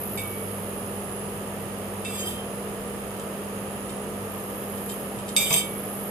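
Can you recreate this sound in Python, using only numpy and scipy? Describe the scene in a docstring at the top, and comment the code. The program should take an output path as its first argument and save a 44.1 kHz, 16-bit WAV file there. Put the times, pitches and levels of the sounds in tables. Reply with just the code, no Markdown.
"""Steel pot on a humming induction cooktop

An induction cooktop heats a wet steel pot in a small kitchen.
Two sine tones make the coil hum: the lower swells and sinks, the upper stays nearly level.
Coloured noise and wavering tones make the cooling fan; mains-timed noise rings in the pot base
for a high buzz and gliding whines. Steelware is clinked, slid and made to squeak: dying tones
and noise, and short fluttering tones. Soft low bumps, faint ticks and two late knocks come too."""
import sys
import numpy as np
from scipy import signal
from scipy.fft import rfft, irfft, next_fast_len
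from scipy.io import wavfile

SR = 44100
rng = np.random.default_rng(int(sys.argv[2]) if len(sys.argv) > 2 else 0)


def dump(signal):
    """Clip the signal to [-1, 1] and save it as 16-bit WAV at the path in sys.argv[1]."""
    limited = np.clip(np.atleast_2d(signal).T, -1, 1)
    pcm = np.round(limited * 32767).astype(np.int16)
    wavfile.write(sys.argv[1], SR, pcm)


N = 269098
T = np.arange(N) / SR
RING_T = T[:SR // 2]  # the half second given to each short sound
SIZE = next_fast_len(N, True)
FREQS = np.maximum(np.arange(SIZE // 2 + 1) * SR / SIZE, 1)
MAINS_HZ = 49.955
CUTOFF_HZ = 15100

# Many weak, crowded modes of the steelware, as a spectrum shape: pitch_hz, level_db [dB per Hz]
CROWDED_MODES = [(500, -24), (1700, -18), (2300, 0), (2850, -7), (3150, -4), (3700, 2), (4200, -14),
                 (4850, -1), (5450, -18), (6150, 0), (6600, -6), (7650, 5), (8000, -2), (8450, 7),
                 (9150, -18), (11800, -2), (15000, -11)]


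def from_db(db):
    """Turn decibels into a plain gain."""
    return 10 ** (np.asarray(db) / 20)


def rms_one(x):
    """Scale a sound to an rms (average strength) of 1."""
    return x / np.sqrt(np.mean(x ** 2) + 1e-20)


def in_time(rows):
    """Join the points of each column with straight lines, giving a value at every sample."""
    s, *columns = np.transpose(rows)
    return [np.interp(T, s, column) for column in columns]


def over_hz(points):
    """Join the points of a short spectrum on a log pitch scale, giving a value at every frequency."""
    hz, value = np.transpose(points)
    return np.interp(np.log(FREQS), np.log(hz), value)


def bell(hz, width):
    """Height of a resonance at every frequency: 1 on top, falling away on both sides."""
    return 1 / np.hypot(1, 2 * (FREQS - hz) / width)


def filtered(x, gain):
    """Filter a sound by giving each frequency its own gain."""
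    return irfft(rfft(x, SIZE) * gain, SIZE)[..., :N]


def colour(x, gain):
    """Filter by a gain per frequency, then scale to rms 1."""
    return rms_one(filtered(x, gain))


def pan(db):
    """Left and right gains for a level difference; positive is louder on the left."""
    return from_db(np.array([[.5], [-.5]]) * db)


def drift(rate_hz):
    """Smooth random curve with spread 1, made by dulling noise above a slow rate."""
    return colour(rng.standard_normal(N), 1 / (1 + (FREQS / rate_hz) ** 2) ** 2)


def waver(t, rate_hz):
    """Random line with spread near 1 that heads for a new value at the given rate."""
    knots = np.arange(0, 1, 1 / rate_hz)
    return np.interp(t - t[0], knots, rng.standard_normal(len(knots)))


def dying_noise(spectrum, t60, ragged=False):
    """Dense stereo ring from rms 1, falling 60 dB in t60 seconds; a ragged one has peaks and gaps."""
    cluster_hz, cluster_db = 70, 4.5
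    hz, db = np.transpose(spectrum)
    bins = np.maximum(np.fft.rfftfreq(len(RING_T), 1 / SR), 1)
    gain = from_db(np.interp(np.log(bins), np.log(hz), db))
    if ragged:
        # waver runs along frequency here, with a new value every cluster_hz
        gain = gain * from_db(cluster_db * waver(bins / SR, SR / cluster_hz))
    noise = rng.standard_normal((2, len(RING_T)))
    steady = rms_one(irfft(rfft(noise) * gain, len(RING_T)))
    return steady * from_db(-60 * RING_T / t60)


def clicks(rows):
    """One single-sample push for each start_s and level_db."""
    out = np.zeros(N)
    for s, db in rows:
        out[round(s * SR)] += from_db(db)
    return out


def excite(force, response):
    """Every push of a force sets off the body's ring, and the rings add up (convolution)."""
    return signal.fftconvolve(np.atleast_2d(force), response, axes=1)[:, :N]


def add(out, s, sound):
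    """Mix a short sound in at a time in seconds."""
    start = round(s * SR)
    out[:, start:start + sound.shape[-1]] += sound[..., :N - start]


def hum():
    """The coil pulls on the pot twice per mains cycle; this tone swells and sinks, its octave hardly."""
    # Peak level of the lower hum tone: time_s, level_db
    low_points = [(0, -44), (.5, -38.5), (1.2, -43.5), (1.5, -42.5), (1.8, -42.5), (2.15, -44), (2.85, -54),
                  (3.2, -49), (3.75, -47.5), (3.95, -51), (4.22, -39.5), (4.55, -52), (4.8, -42.5),
                  (5, -50), (5.3, -50), (6.1, -51)]
    # Peak level of the upper hum tone: time_s, level_db
    high_points = [(0, -36.5), (3.5, -36), (4.5, -36.5), (5.4, -36.5), (6.1, -34.5)]
    (low,), (high,) = in_time(low_points), in_time(high_points)
    pull = 2 * np.pi * 2 * MAINS_HZ * T
    octave = np.sin(2 * pull + 2 * np.pi * rng.random())
    return from_db(low) * np.sin(pull) + from_db(high) * octave


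def fan(waver_db, wander_rad):
    """Rushing air is noise lifted by resonances; the rotor and blades add unsteady tones."""
    air_db = -35
    # Rotor and blade tones: pitch_hz, level_db [peak, before the wavering]
    fan_tones = [(56.8, -52.5), (242.3, -51.5), (483.8, -45.5), (553, -70), (967.5, -56.5), (1174.5, -54.5),
                 (1208.5, -58.5)]
    # Spectrum shape of the rushing air: pitch_hz, level_db [dB per Hz]
    air_shape = [(15, -63), (25, -35), (39, -27), (93, -10.5), (170, -9), (204, -9.5), (267, -12.5),
                 (420, -9), (514, -11.5), (550, -9), (864, -15), (1210, -21.5), (1490, -24.5), (2790, -26),
                 (5500, -43.5), (7150, -106), (12100, -120)]
    # Resonances of the air duct and pot cavity: pitch_hz, width_hz [where half the lift is left], lift_db
    duct = [(430, 130, 4), (1262, 220, 8), (1747, 280, 4.5), (3100, 79, 2.5)]
    # How alike left and right are, with values below 0 taken as 0: pitch_hz, likeness [1 is identical]
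    likeness = [(60, 0.022), (120, 1), (240, 0.85), (480, 1), (950, 0.38), (1890, -0.15), (3770, -0.95),
                (7520, -0.097), (15000, 0.09)]
    # Left-right balance of the air: pitch_hz, left_over_right_db
    air_balance = [(60, -3), (99, 0), (160, -5), (270, -3), (450, 1), (740, -1.0), (1220, -3), (2010, -5.5),
                   (3330, -6.5), (5500, -3.5), (9080, -10.0), (15000, -3.0)]

    lift = sum(db * bell(hz, width) ** 2 for hz, width, db in duct)
    gain = from_db(over_hz(air_shape) + lift) * pan(over_hz(air_balance))
    alike = np.clip(over_hz(likeness), 0, 1)
    mid, side = rng.standard_normal((2, N))
    shared = filtered(mid, gain * np.sqrt(1 + alike))
    opposed = filtered(side, gain * np.sqrt(1 - alike)) * [[1], [-1]]
    out = from_db(air_db) * rms_one(shared + opposed)
    for hz, db in fan_tones:
        level = from_db(db + waver_db * drift(17.0))
        out += level * np.sin(2 * np.pi * hz * T + wander_rad * drift(2.2))
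    return out


def mains_locked(order):
    """Stereo buzz repeating at order times the mains rate, with equally strong overtones; rms 1."""
    size = 2048
    lines = np.arange(size // 2 + 1) * order * MAINS_HZ < CUTOFF_HZ
    cycles = irfft(lines * np.exp(2j * np.pi * rng.random((2, len(lines)))))
    place = T * order * MAINS_HZ % 1
    return rms_one(np.array([np.interp(place, np.arange(size) / size, cycle) for cycle in cycles]))


def chatter(uneven, loose, between):
    """The pot base chatters in mains-timed bursts; the half cycles differ and part is random."""
    # Bursts in one mains cycle: time_s [into the cycle], width_s [spread of the bell shape], level_db
    bursts = [(.0038, .00065, 0), (.0075, .0007, -3), (.0138, .00065, 0), (.0176, .0007, -3)]
    in_cycle = T % (1 / MAINS_HZ)
    drive = between  # the strength that remains between bursts
    for s, width, db in bursts:
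        drive = drive + from_db(db) * np.exp(-.5 * ((in_cycle - s) / width) ** 2)
    regular = mains_locked(order=2) + uneven * mains_locked(order=1)
    return drive * (regular + loose * rng.standard_normal((2, N)))


def buzz(force, modes):
    """The chatter rings in resonances of fixed pitch; rms 1."""
    power = sum((from_db(db) * bell(hz, 2 * width) ** 2) ** 2 for hz, width, db in modes)
    return colour(force, np.sqrt(power))


def whine(force, modes, centre_hz):
    """The chatter rings in a group of resonances that glide together; rms 1."""
    # Shift the moving centre down to 0 Hz, filter there, and shift it back up
    turn = np.exp(2j * np.pi * np.cumsum(centre_hz) / SR)
    offsets = np.fft.fftfreq(SIZE, 1 / SR)
    power = sum((from_db(db) / (1 + ((offsets - hz) / width) ** 2)) ** 2 for hz, width, db in modes)
    ringing = np.fft.ifft(np.fft.fft(force / turn, SIZE) * np.sqrt(power))[:, :N]
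    return rms_one((ringing * turn).real)


def flares():
    """Lift in dB that rises quickly, holds and dies away, throbbing once per mains cycle."""
    attack_s, release_s = .06, .47
    # Flares of the top whine: start_s, end_s [of the hold], lift_db, place [of the throb in the cycle, 0-1]
    flare_rows = [(-.1, .25, 10.5, 0.93), (4.247, 4.952, 5.5, 0.9), (5.497, 6.1, 11, 0.54)]
    total = 0
    for start, end, db, place in flare_rows:
        rise = np.clip((T - start) / attack_s, 0, 1)
        fall = np.exp(-np.maximum(T - end, 0) / release_s)
        throb = (.5 + .5 * np.cos(2 * np.pi * (MAINS_HZ * T - place))) ** 2
        total = total + db * rise * fall * throb
    return total


def pot(base_db, low_db, middle_db, top_db, hiss_db):
    """The base buzzes steadily; three whines glide as it heats, swell and sink, and the top one flares."""
    waver_db, waver_hz = .06, 11
    # Resonances of the pot base on the glass: pitch_hz, half_width_hz [at half height], level_db
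    base_modes = [(2850, 350, -10), (5050, 300, -16), (6490, 50, -10), (6780, 220, -13), (7600, 200, -17),
                  (7950, 120, -16), (8550, 130, -11), (9400, 160, -9), (9850, 100, 2), (12750, 200, -17),
                  (13270, 130, -10), (13780, 120, -14)]
    # Low, middle and top whine, each a list of: offset_hz [from its centre], half_width_hz, level_db
    whine_modes = [
        [(-120, 75, 0), (120, 85, -1)],
        [(-300, 110, -9), (0, 115, 0), (300, 110, -10)],
        [(-300, 130, -9), (0, 100, 0), (330, 100, -9)],
    ]
    # Whine strengths before the settings above are added: time_s, low_db, middle_db, top_db
    strengths = [(0.0, -43.5, -41, -42), (.4, -45.5, -37, -49.5), (.8, -43, -45, -49.5),
                 (1.2, -50, -37.5, -53), (1.55, -52, -48.5, -50), (2.1, -48.5, -42, -52),
                 (3.1, -55, -45, -52), (3.55, -50, -45.5, -50), (3.95, -50, -42, -54), (4.2, -49, -50, -49),
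                 (4.95, -44.5, -40.5, -45.5), (5.25, -46, -47, -56), (5.7, -40, -43, -50),
                 (6.1, -44, -45, -45.5)]
    # Whine centres: time_s, low_hz, middle_hz, top_hz
    glide = [(0, 10570, 11200, 11940), (.55, 10570, 11130, 11930), (1.25, 10560, 10760, 11900),
             (2.6, 10570, 10760, 11880), (3.3, 10580, 11000, 11840), (3.7, 10620, 10850, 11820),
             (4.0, 10620, 10740, 11800), (4.3, 10600, 10950, 11790), (4.75, 10690, 11270, 11790),
             (5.7, 10760, 11270, 11810), (6.1, 10760, 11290, 11830)]

    low, middle, top = (level + waver_db * drift(waver_hz) for level in in_time(strengths))
    low_hz, middle_hz, top_hz = in_time(glide)
    steady = buzz(chatter(uneven=.5, loose=1.3, between=.6), base_modes)
    low_whine = whine(chatter(uneven=.7, loose=1.4, between=.2), whine_modes[0], low_hz)
    middle_whine = whine(chatter(uneven=.7, loose=1.4, between=.2), whine_modes[1], middle_hz)
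    top_whine = whine(chatter(uneven=.7, loose=1.4, between=.5), whine_modes[2], top_hz)
    out = from_db(base_db) * steady * pan(-5.5)
    out += from_db(low + low_db) * low_whine * pan(-10)
    out += from_db(middle + middle_db) * middle_whine * pan(-8)
    out += from_db(top + flares() + top_db) * top_whine * pan(1)
    hiss_shape = 1 / np.hypot(1, (FREQS / 13700) ** 40)  # even up to 13.7 kHz, then a steep fall
    return out + from_db(hiss_db) * colour(rng.standard_normal((2, N)), hiss_shape)


def steel_modes(favoured, ring):
    """Steel rings in many modes: the place of contact favours some and a firm grip shortens them."""
    waver_hz, waver_db, waver_rad = 55, 2.5, .55
    settle_s = .025  # the level waver grows in over this time
    alike_below_hz = 2800  # higher modes reach the two sides out of step
    # Modes of the steelware: pitch_hz, level_db, t60_s [time to fall 60 dB, before the ring share]
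    modes = [(2195, -28, .2), (2262, -20.5, .72), (2364, -19, .35), (2450, -28, .2), (2550, -26, .25),
             (2665, -21, .3), (2697, -28, .45), (3090, -28, .4), (3119, -25, .45), (3140, -29, .4),
             (3385, -24, .2), (3440, -21, .55), (3477, -23, .25), (3666, -9, .28), (3736, -20, .2),
             (4045, -30, .25), (4350, -29, .2), (4544, -29, .35), (4750, -19, .2), (4800, -21, .2),
             (4855, -15, .14), (4930, -20, .2), (5626, -27, .35), (6078, -23, .25), (6125, -16, .24),
             (6540, -24, .22), (6630, -24, .25), (7080, -23, .2), (7240, -23, .25), (7538, -14, .2),
             (7592, -10, .2), (7681, -11, .18), (7860, -17, .2), (8304, -3.5, .2), (8336, -10, .24),
             (8411, -9, .18), (8520, -13, .18), (8600, -14, .22), (9550, -23, .2), (9760, -22, .2),
             (10690, -19, .2), (11500, -14, .22), (12250, -18, .22), (12739, -12, .26), (13500, -21, .2)]
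    t, out = RING_T, 0
    for hz, db, t60 in modes:
        lift = sum(lift_db / (1 + ((hz - near_hz) / 55) ** 2) for near_hz, lift_db in favoured)
        apart = (hz > alike_below_hz) * rng.uniform(.12, .42) * rng.choice([-1, 1])  # in turns
        turns = rng.random() + apart * np.array([[0], [1]])
        unsteady_db = waver_db * np.minimum(t / settle_s, 1) * waver(t, waver_hz)
        level = from_db(db + lift - 60 * t / (ring * t60) + unsteady_db)
        out = out + level * np.sin(2 * np.pi * (hz * t + turns) + waver_rad * waver(t, waver_hz))
    return out


def clinks(modes_db, crowd_db, crack_db):
    """Each blow is a short crack, clear modes and a dense ring; softer contacts lose the highs."""
    # Blows on the steel: start_s, level_db, contact_cutoff_hz, ring_share [of each mode's t60],
    # then two favoured modes: first_hz, first_lift_db, second_hz, second_lift_db
    blows = [(.1755, -26.5, 3600, 1.2, 2262, 11.8, 2665, 6), (2.049, -21.5, 1500, 1.4, 2665, 14, 3666, 1),
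             (5.3644, -11.5, 11000, .9, 3666, 2.5, 2262, -4), (5.3705, -27, 10900, .45, 3736, 8, 7592, 5),
             (5.506, -11, 1500, 0.41, 2550, 10, 2195, 12), (5.5275, -17.5, 9000, 0.34, 6125, 16, 3666, 0),
             (5.5407, -14.5, 9000, 0.23, 8304, 6.8, 3666, 1.5), (5.564, -24, 14000, .8, 8320, 11, 12739, 6)]
    out = np.zeros((2, N))
    for s, db, cut_hz, ring, *favoured in blows:
        crack = from_db(crack_db) * dying_noise(CROWDED_MODES, t60=.016)
        clear = from_db(modes_db) * steel_modes(np.reshape(favoured, (2, 2)), ring)
        dense = from_db(crowd_db) * dying_noise(CROWDED_MODES, t60=.24, ragged=True)
        softness = signal.butter(1, min(cut_hz, .45 * SR), fs=SR, output="sos")
        add(out, s, from_db(db) * signal.sosfilt(softness, crack + clear + dense))
    return out


def rubs(modes_db, crowd_db, rasp_db):
    """Sliding steel slips in tiny uneven jerks that rasp at the contact and keep the steel ringing."""
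    slips_per_s, slip_spread_db = 1100, 4
    # Strokes: middle_s, half_length_s, level_db, favoured_hz, lift_db
    strokes = [(2.146, 0.075, -40.5, 3440, 5), (2.203, 0.029, -40.5, 7592, 6),
               (2.278, 0.041, -41.5, 3477, 12), (2.313, 0.05, -45, 3440, 9), (5.409, 0.026, -27, 2364, 14),
               (5.467, 0.049, -31, 3400, 14), (5.538, 0.043, -27.5, 3100, 19), (5.579, 0.039, -32, 3666, 2)]
    # Spectrum shape of the rasp: pitch_hz, level_db [dB per Hz]
    rasp_shape = [(1500, -19), (3200, -2), (4300, -49), (5000, 9), (5600, -33), (6800, -4), (8500, 8),
                  (9200, -4.5), (11800, 7), (15000, -2)]
    out, t = np.zeros((2, N)), RING_T - RING_T.mean()
    for s, half, db, favoured_hz, lift_db in strokes:
        # Fresh random partials for each stroke
        dense = from_db(crowd_db) * dying_noise(CROWDED_MODES, t60=.2, ragged=True)
        rasp = from_db(rasp_db) * dying_noise(rasp_shape, t60=.04, ragged=True)
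        clear = from_db(modes_db) * steel_modes([(favoured_hz, lift_db)], ring=1.0)
        spread = slip_spread_db * np.clip(rng.standard_normal(len(t)), -2, 2)
        sizes = rng.choice([-1, 1], len(t)) * from_db(spread)
        slips = rms_one(sizes * (rng.random(len(t)) < slips_per_s / SR))
        stroke = from_db(db) * np.exp(-(t / half) ** 2)
        add(out, s + t[0], excite(slips * stroke, clear + dense + rasp))
    return out


def squeaks(apart_rad):
    """Stick and slip lock onto one mode: a short fluttering tone, out of step on the two sides."""
    flutter_hz, flutter_db, wander_rad = 130, 3, .7
    # Squeaks: middle_s, half_length_s, pitch_hz, level_db [rms at the middle, before flutter and balance]
    squeak_rows = [(2.159, .035, 3420, -45), (2.195, 0.024, 3130, -42), (2.205, 0.028, 6621, -40),
                   (2.212, .022, 7251, -40), (2.239, 0.016, 3120, -35), (2.27, .04, 12250, -45),
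                   (2.28, 0.014, 3135, -35), (2.28, .02, 10444, -43), (2.285, .03, 8608, -38),
                   (2.29, .035, 11480, -42), (2.29, .04, 7257, -47), (2.319, 0.015, 3140, -41),
                   (2.38, 0.07, 3120, -47), (5.403, .012, 3150, -42), (5.474, 0.025, 3060, -33),
                   (5.54, .014, 3385, -35), (5.542, 0.048, 3110, -35), (5.598, 0.032, 3100, -34)]
    out, t = np.zeros((2, N)), RING_T - RING_T.mean()
    for s, half, hz, db in squeak_rows:
        level = from_db(db + flutter_db * waver(t, flutter_hz)) * np.exp(-(t / half) ** 2)
        phase = 2 * np.pi * hz * t + wander_rad * waver(t, flutter_hz)
        tone = np.sin(phase + apart_rad * np.array([[0], [1]]))
        add(out, s + t[0], np.sqrt(2) * level * tone)
    return out


def bumps():
    """Soft low bumps of dying noise, the same on both sides."""
    # Bumps: start_s, level_db
    bump_rows = [(2.3, -46), (2.8, -44), (3.02, -44)]
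    # Spectrum shape of a bump: pitch_hz, level_db [dB per Hz]
    bump_shape = [(15, -22), (35, -11), (55, -1), (90, -10), (200, -59)]
    return excite(clicks(bump_rows), dying_noise(bump_shape, t60=.55))[0]


def ticks(snap_db, ring_db):
    """Tiny dry snaps of noise, each with a brief tail of mixed steel partials."""
    # Ticks: start_s, level_db [of the whole tick, before the snap setting], tail_db [added to the tail]
    tick_rows = [(3.1971, -43.5, -2.5), (3.8933, -48, 4), (4.7755, -51, 0), (4.8928, -45, 2),
                 (4.8973, -46, 7), (4.9144, -50, 5.5), (5.1881, -53, 6), (5.2814, -48, 5),
                 (5.2906, -38, -3)]
    # Spectrum shape of snap and tail noise: pitch_hz, level_db [dB per Hz]
    tick_shape = [(1000, -5), (3200, 0), (4200, 5), (5000, 6), (5700, 0), (8000, 13), (11000, -13),
                  (15000, 0)]
    out = np.zeros((2, N))
    ring = from_db(ring_db) * steel_modes([(3130, 19), (3700, 8), (12739, -12)], ring=.55)
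    for s, db, tail_db in tick_rows:
        snap = from_db(snap_db) * dying_noise(tick_shape, t60=.008)
        tail = dying_noise(tick_shape, t60=.15, ragged=True) + ring
        add(out, s, from_db(db) * (snap + from_db(tail_db) * tail))
    return out


def knocks(modes_db, rattle_db):
    """Steelware settles on the worktop, which answers with a thud, hollow modes and a dull rattle."""
    # Knocks: start_s, level_db
    knock_rows = [(5.507, -28.5), (5.544, -35.5)]
    # Modes of the worktop: pitch_hz, level_db, t60_s [time to fall 60 dB]
    worktop_modes = [(157, 0, 0.3), (464.6, -5, 0.36), (659, -2, .28), (830, -15.5, .18), (964, -10, .22),
                     (1163, -13, 0.3)]
    # Spectrum shape of the rattle: pitch_hz, level_db [dB per Hz]
    rattle_shape = [(60, -24), (150, 14), (260, -38), (650, 23), (1050, 20), (1800, -7), (4000, -31)]
    body = 0
    for hz, db, t60 in worktop_modes:
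        body = body + from_db(db - 60 * RING_T / t60) * np.sin(2 * np.pi * hz * RING_T)
    rattle = from_db(rattle_db) * dying_noise(rattle_shape, t60=.23)
    return excite(clicks(knock_rows), from_db(modes_db) * body + rattle)


def scene():
    """The cooktop runs throughout while the steelware is handled."""
    cooktop = hum() + fan(waver_db=1.5, wander_rad=.8)
    buzzing = pot(base_db=-46, low_db=-1.0, middle_db=-4.0, top_db=.5, hiss_db=-53.5)
    steel = clinks(modes_db=.5, crowd_db=-14.0, crack_db=-4.0)
    steel += rubs(modes_db=-29.5, crowd_db=-29.0, rasp_db=-20.5)
    steel += squeaks(apart_rad=2.29)
    # Left-right balance of the steel: pitch_hz, left_over_right_db
    balance = [(2400, -4.0), (3600, -3.0), (4900, 2.0), (6200, 3.0),
               (8300, -4.5), (11000, -7.0), (13500, 5)]
    steel = filtered(steel, pan(over_hz(balance)))
    small_sounds = bumps() + ticks(snap_db=9, ring_db=1)
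    return cooktop + buzzing + steel + small_sounds + knocks(modes_db=0, rattle_db=0.0)


def record(dry):
    """A steep low-pass filter removes the very top."""
    return signal.sosfilt(signal.ellip(10, .2, 80, CUTOFF_HZ, fs=SR, output="sos"), dry)


dry = scene()
out = record(dry)
dump(out)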